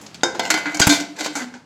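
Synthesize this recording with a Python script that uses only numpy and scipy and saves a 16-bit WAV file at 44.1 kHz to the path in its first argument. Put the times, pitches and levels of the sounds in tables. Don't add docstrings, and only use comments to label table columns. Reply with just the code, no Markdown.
import sys
import numpy as np
from scipy import signal
from scipy.fft import rfft, irfft, next_fast_len
from scipy.io import wavfile
from scipy.ndimage import uniform_filter1d, minimum_filter1d

SR = 44100
rng = np.random.default_rng(int(sys.argv[2]) if len(sys.argv) > 2 else 0)


def digitize_waveform(pressure):
    field = np.atleast_2d(pressure).T
    bounded = np.clip(field, -1, 1)
    quanta = np.round(bounded * 32767).astype(np.int16)
    wavfile.write(sys.argv[1], SR, quanta)


N = 72765
FFT_SIZE = next_fast_len(N)
BIN_HZ = np.fft.rfftfreq(FFT_SIZE, 1 / SR)
TIME_S = np.arange(N) / SR
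CUTOFF_HZ = 16000


def from_db(db):
    return 10 ** (np.asarray(db) / 20)


def unit_rms(x):
    return x / np.sqrt(np.mean(x ** 2) + 1e-20)


def at_hz(points, hz):
    freq_hz, value = np.transpose(points)
    return np.interp(np.log(hz + 1), np.log(freq_hz), value)


def since(start_s):
    return np.maximum(TIME_S - start_s, 0)


def coloured(x, gain_db):
    return irfft(rfft(x, FFT_SIZE) * from_db(gain_db), FFT_SIZE)[:N]


def ring(drive, hz, t60_s):
    radius = np.exp(-np.log(1000) / (t60_s * SR))
    angle = 2 * np.pi * hz / SR
    return signal.lfilter([0, np.sin(angle)], [1, -2 * radius * np.cos(angle), radius ** 2], drive + 1e-18)


def clicks(times_s, heights):
    out = np.zeros(N)
    out[(np.asarray(times_s) * SR).astype(int)] = heights
    return out


# freq_hz, level_db
NOISE_SPECTRUM = [(25, -30), (60, -20), (105, -24.5), (180, 4.5), (300, -3), (600, -5.5), (1500, -10),
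                  (4000, -15), (7300, -20), (9000, -27), (15500, -45)]
RUMBLE_SPECTRUM = [(20, -31), (60, -8), (105, 2), (180, 4.5), (300, 2), (1000, -61)]
# time_s, level_db
NOISE_ENVELOPE = [(0, -44), (0.22, -47.5), (0.45, -43), (0.78, -41), (0.95, -42), (1.15, -46.5),
                  (1.45, -43), (1.65, -57.5)]
RUMBLE_ENVELOPE = [(0, -52.5), (0.2, -49), (0.45, -47.5), (0.78, -48.5), (1.0, -51), (1.15, -59.5),
                   (1.65, -53)]


def background():
    out = np.zeros(N)
    for spectrum, envelope in (NOISE_SPECTRUM, NOISE_ENVELOPE), (RUMBLE_SPECTRUM, RUMBLE_ENVELOPE):
        noise = unit_rms(coloured(rng.standard_normal(N), at_hz(spectrum, BIN_HZ)))
        out += from_db(np.interp(TIME_S, *np.transpose(envelope))) * noise
    return out


def kitchen_reverb(x, level_db=-11, delay_s=0.0031, t60_s=0.42, low_hz=170, top_hz=2980):
    t = since(delay_s)
    band_db = -10 * np.log10((1 + (BIN_HZ / top_hz) ** 2) * (1 + (low_hz / (BIN_HZ + 1)) ** 6))
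    tail = coloured(rng.standard_normal(N), band_db)
    fade = (t > 0) * np.exp(-np.log(1000) * t / t60_s)
    return from_db(level_db) * signal.fftconvolve(x, tail * fade / np.sqrt(np.sum(fade ** 2)))[:N]


# start_s, level_db
KNOCKS = [(0.804, -14.5), (0.813, -33), (0.871, -4), (1.5389, -53)]
# pitch_hz, level_db, t60_s
COUNTER_MODES = [(65, -31, 0.027), (121, -7.5, 0.068), (187, 1.5, 0.03), (188.6, -25, 0.46),
                 (256, 1, 0.025)]


def counter_thumps():
    start_s, level_db = np.transpose(KNOCKS)
    return -sum(ring(clicks(start_s, from_db(level_db + mode_db)), hz, t60_s)
                for hz, mode_db, t60_s in COUNTER_MODES)


# time_s, pitch_hz
AIR_RESONANCE = [(0.23, 349), (0.36, 347), (0.50, 320), (0.58, 310), (0.66, 293), (0.75, 305), (0.89, 291),
                 (1.10, 293), (1.22, 308), (1.36, 297), (1.43, 246)]
# start_s, length_s, level_db
AIR_PUSHES = [(0.236, 0.029, -22), (0.336, 0.031, -30.5), (0.408, .03, -36), (0.496, 0.075, -24.5),
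              (0.652, 0.031, -21.5), (0.733, 0.038, -26), (0.801, 0.031, -24), (0.879, 0.046, -9.5),
              (0.985, 0.037, -22.5), (1.086, 0.035, -31), (1.2, 0.0087, -23), (1.263, 0.055, -29),
              (1.354, 0.016, -22), (1.404, 0.032, -27.5), (1.457, 0.018, -28), (1.521, 0.046, -35.5)]


def pot_air(rise_s=0.011, t60_s=0.11):
    pitch_hz = np.interp(TIME_S, *np.transpose(AIR_RESONANCE))
    swell = np.zeros(N)
    for start_s, length_s, level_db in AIR_PUSHES:
        rise = 1 - np.exp(-since(start_s) / rise_s)
        decay = np.exp(-np.log(1000) * since(start_s + length_s) / t60_s)
        swell += from_db(level_db) * rise * decay
    return swell * np.sin(2 * np.pi * np.cumsum(pitch_hz) / SR)


LID_MODE_HZ = [686, 746, 878, 1305, 1442, 1605, 2048, 2181, 2260, 3110, 4334, 4861, 6063, 7065]
LID_MODE_DB = [-0.5, -7, -14.5, -19, 0, -6.5, 3.5, -0.5, 0, -3, -1, -7, -9, -16]
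POT_MODE_HZ = [668, 1031, 1520, 1562, 1836, 2353, 3531, 3687, 4247, 4431, 4726, 6425, 6575, 6691]
POT_MODE_DB = [-14, -14, -6, -4, -14.5, -2.5, 1, 1.5, -0.5, -14, -15, -4, -11, -6.5]
BAR_MODE_HZ = [450, 518, 1033, 1349, 1436, 1520, 1548, 1585, 3701, 4940, 5230, 6110, 6480]
BAR_MODE_DB = [-5, -3.5, -4, -7.5, -9.5, -4, 1, -3, 0, -10, -4.5, -5.5, -15.5]
VALVE_MODE_HZ = [1468, 1570, 3010, 3205, 4730, 4785, 4820, 6063, 6540, 6648, 7450, 7570]
VALVE_MODE_DB = [0.5, -5, -6, -1, -5.5, -1, 2.5, -6.5, 0, -11, -0.5, -4]


def modes(part):
    pitches_hz, levels_db, t60_at_1khz_s = {
        "lid": (LID_MODE_HZ, LID_MODE_DB, 0.47),
        "pot": (POT_MODE_HZ, POT_MODE_DB, 0.37),
        "bar": (BAR_MODE_HZ, BAR_MODE_DB, 0.33),
        "valve": (VALVE_MODE_HZ, VALVE_MODE_DB, 0.13)}[part]
    return [(hz, db, t60_at_1khz_s * (hz / 1000) ** -0.42) for hz, db in zip(pitches_hz, levels_db)]


# freq_hz, level_db
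METAL_SPECTRUM = [(40, -41), (100, -38), (220, -4), (400, -4.5), (500, -3.5), (650, -6.5), (850, 2),
                  (1200, -10.5), (1530, 1), (1850, -7.5), (2250, -2.5), (2700, -7.5), (3500, -7),
                  (4700, -5), (5500, -7.5), (6600, -5.5), (7600, -3.5), (8500, -12), (12000, -11),
                  (15500, -22.5)]
# start_s, end_s, level_db, tilt_db_per_octave, lid_drive_db
RIM_STROKES = [(0.417, 0.494, -30.5, -3.5, -75), (0.517, 0.588, -35, 0, -81), (0.62, 0.743, -43, -0.5, -75),
               (0.772, 0.803, -50, -8, -80), (0.832, 0.835, -25, -2, -64), (1.158, 1.197, -36.5, -4, -96),
               (1.174, 1.266, -38.5, 0, -74), (1.285, 1.374, -52.5, 2.5, -89),
               (1.36, 1.443, -37, -2.5, -83)]


def rim_scrapes(catches_per_s=1500, spread_db=2, clumps_per_s=190, clump_db=4.5,
                smear_s=0.0023, edge_s=0.007):
    spectrum_db = at_hz(METAL_SPECTRUM, BIN_HZ) + at_hz([(7500, 0.011), (10000, -9)], BIN_HZ)
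    octaves = np.log2(np.maximum(BIN_HZ, 700) / 2000)
    scrape, lid_drive = np.zeros(N), np.zeros(N)
    for start_s, end_s, level_db, tilt_db_per_octave, lid_drive_db in RIM_STROKES:
        sizes = from_db(spread_db * np.minimum(rng.exponential(1, N), 5)) * rng.choice([-1, 1], N)
        shell_response = rng.standard_normal(N) * np.exp(-TIME_S / smear_s)
        clumps = from_db(clump_db * np.interp(TIME_S * clumps_per_s, np.arange(N), rng.standard_normal(N)))
        catches = rng.random(N) < catches_per_s / SR
        slips = unit_rms(signal.fftconvolve(clumps * sizes * catches, shell_response)[:N])
        stroke = (1 - np.exp(-since(start_s) / edge_s)) * np.exp(-since(end_s) / edge_s)
        grit = coloured(slips, spectrum_db + tilt_db_per_octave * octaves)
        scrape += from_db(level_db + 11) * stroke * grit
        lid_drive += from_db(lid_drive_db) * stroke * slips
    return scrape + sum(from_db(db) * ring(lid_drive, hz, t60_s) for hz, db, t60_s in modes("lid"))


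# start_s, lid_db, pot_db, bar_db, valve_db
BLOWS = [(0.2337, -38, -58, -22, -25), (0.3955, -32, -39.5, -29, -36), (0.5027, -27, -34, -50, -48),
         (0.5405, -26, -34, -56, -32), (0.6579, -39.5, -53, -62, -46), (0.7447, -35.5, -53, -58, -35),
         (0.8158, -31.5, -31, -33.5, -14), (0.8975, -31, -17.5, -39.5, -28), (1.2082, -44, -52, -46, -37),
         (1.2625, -40.5, -51, -44, -60), (1.3533, -41, -38.5, -43, -46)]


def clangs(spread_db=3):
    start_s, *blows_db = np.transpose(BLOWS)
    out = np.zeros(N)
    for part, blow_db in zip(("lid", "pot", "bar", "valve"), blows_db):
        for hz, mode_db, t60_s in modes(part):
            heights = from_db(blow_db + mode_db + spread_db * rng.standard_normal(len(start_s)))
            jitter_s = rng.random(len(start_s)) / hz
            out += ring(clicks(start_s + jitter_s, heights), hz, t60_s)
    return out


BAND_HZ = [700, 1600, 3500, 6500, 12000]


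def contact_db(bands_db, hz):
    return at_hz(METAL_SPECTRUM, hz) + at_hz(list(zip(BAND_HZ, bands_db)), hz) + 8.5


# start_s, length_s, level_db at each of the five BAND_HZ, shimmer_offset_db
RIM_CONTACTS = [(0.0137, 0.0038, -39, -65, -57, -39, -45, 0),
                (0.0638, 0.0037, -62, -44, -32, -26.5, -61, -16),
                (0.1444, 0.0083, -48, -36, -30.5, -31.5, -51, -15),
                (0.2096, 0.0035, -41, -48, -32, -57, -67, -25),
                (0.2337, 0.0045, -5.5, -9.5, -25, -10.5, -33, -10.5),
                (0.3485, 0.0098, -24, -29, -36.5, -36, -53, -1),
                (0.3946, 0.0064, -6.5, -17, -14.5, -21.5, -34, -20),
                (0.5029, 0.0077, -12, -6, -8.5, -8.5, -19.5, -12.5),
                (0.541, 0.0044, -11, -12.5, -18, -17.5, -28, -11.5),
                (0.575, 0.014, -19.5, -20.5, -24.5, -29.5, -39, -5),
                (0.6563, 0.019, -32.5, -18.5, -31.5, -46, -59, 4.5),
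                (0.7455, .007, -22.5, -23.5, -31, -22, -34.5, -7.5),
                (0.771, 0.0051, -25, -23, -38, -20.5, -43, -24),
                (0.7948, 0.004, -25.5, -20, -16, -24.5, -30, -0.5),
                (0.799, 0.0067, -9.5, -9.5, -18, -6, -19, -40),
                (0.8186, 0.0099, -19, -10.5, -11, -11.5, -29.5, -4),
                (0.8697, 0.0066, -8, -3.5, -12.5, -9.5, -9, -21),
                (0.8932, 0.023, -21, -28, -16.5, -10, -24, -7.5),
                (0.924, 0.027, -19.5, -19.5, -14.5, -17, -27.5, -9.5),
                (1.0007, .007, -24, -25, -25, -23, -37, -5.5),
                (1.1645, 0.0088, -42, -45, -38.5, -39, -55, -8),
                (1.1932, 0.012, -29, -36, -26, -31.5, -40, -2),
                (1.2081, 0.0059, -18, -23, -23.5, -20.5, -43, -6),
                (1.246, 0.0087, -26.5, -25, -18, -23.5, -42, -8.5),
                (1.2608, 0.0077, -16, -22.5, -22.5, -22, -35, -13),
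                (1.3534, 0.025, -20.5, -20.5, -32.5, -20, -35.5, -11.5),
                (1.404, 0.025, -36.5, -26, -39, -34, -48, -12),
                (1.5393, 0.019, -34.5, -34.5, -42.5, -42, -66, -6.5)]


def cracks(snap_db=-8.5, snap_s=0.0021):
    out = np.zeros(N)
    for start_s, length_s, *bands_db, _ in RIM_CONTACTS:
        t = since(start_s)
        snap = from_db(snap_db) * np.exp(-t / snap_s)
        chatter = np.exp(-(t / length_s) ** 1.35 / 2)
        noise = coloured(rng.standard_normal(N), contact_db(bands_db, BIN_HZ))
        out += noise * (t > 0) * (snap + chatter)
    return out


# pitch_hz, t60_s
SHELL_DECAY = [(300, 0.56), (1500, 0.26), (4000, 0.42), (7500, 0.25), (14000, 0.24)]


def shimmer(count=480, low_hz=200, rise_s=0.003):
    edges_hz = np.linspace(np.sqrt(low_hz), np.sqrt(CUTOFF_HZ), count + 1) ** 2
    widths_hz = np.diff(edges_hz)
    pitches_hz = edges_hz[:-1] + widths_hz * rng.random(count)
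    strengths = from_db([contact_db(bands_db, pitches_hz) + offset_db
                         for _, _, *bands_db, offset_db in RIM_CONTACTS])
    strengths *= 2 * np.sqrt(widths_hz / SR) * rng.standard_normal(strengths.shape)
    times_s = np.array(RIM_CONTACTS)[:, 0] + rise_s * rng.random((count, len(RIM_CONTACTS)))
    return sum(ring(clicks(times_s[k], strengths[:, k]), hz, at_hz(SHELL_DECAY, hz))
               for k, hz in enumerate(pitches_hz))


def scene(radiation_hz=248):
    highpass = signal.butter(2, radiation_hz, "high", fs=SR, output="sos")
    metal = signal.sosfilt(highpass, cracks() + shimmer() + clangs() + rim_scrapes())
    solids = metal + counter_thumps()
    return (solids + pot_air() + kitchen_reverb(solids) + background())[None]


def record(dry, ceiling=0.9, half_window_s=0.0005):
    window = 2 * int(half_window_s * SR) + 1
    needed_gain = ceiling / np.maximum(np.abs(dry), ceiling)
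    gain = uniform_filter1d(minimum_filter1d(needed_gain, window), window)
    lowpass = signal.ellip(10, 0.1, 70, CUTOFF_HZ, fs=SR, output="sos")
    return signal.sosfilt(lowpass, dry * gain)


dry = scene()
out = record(dry)
digitize_waveform(out)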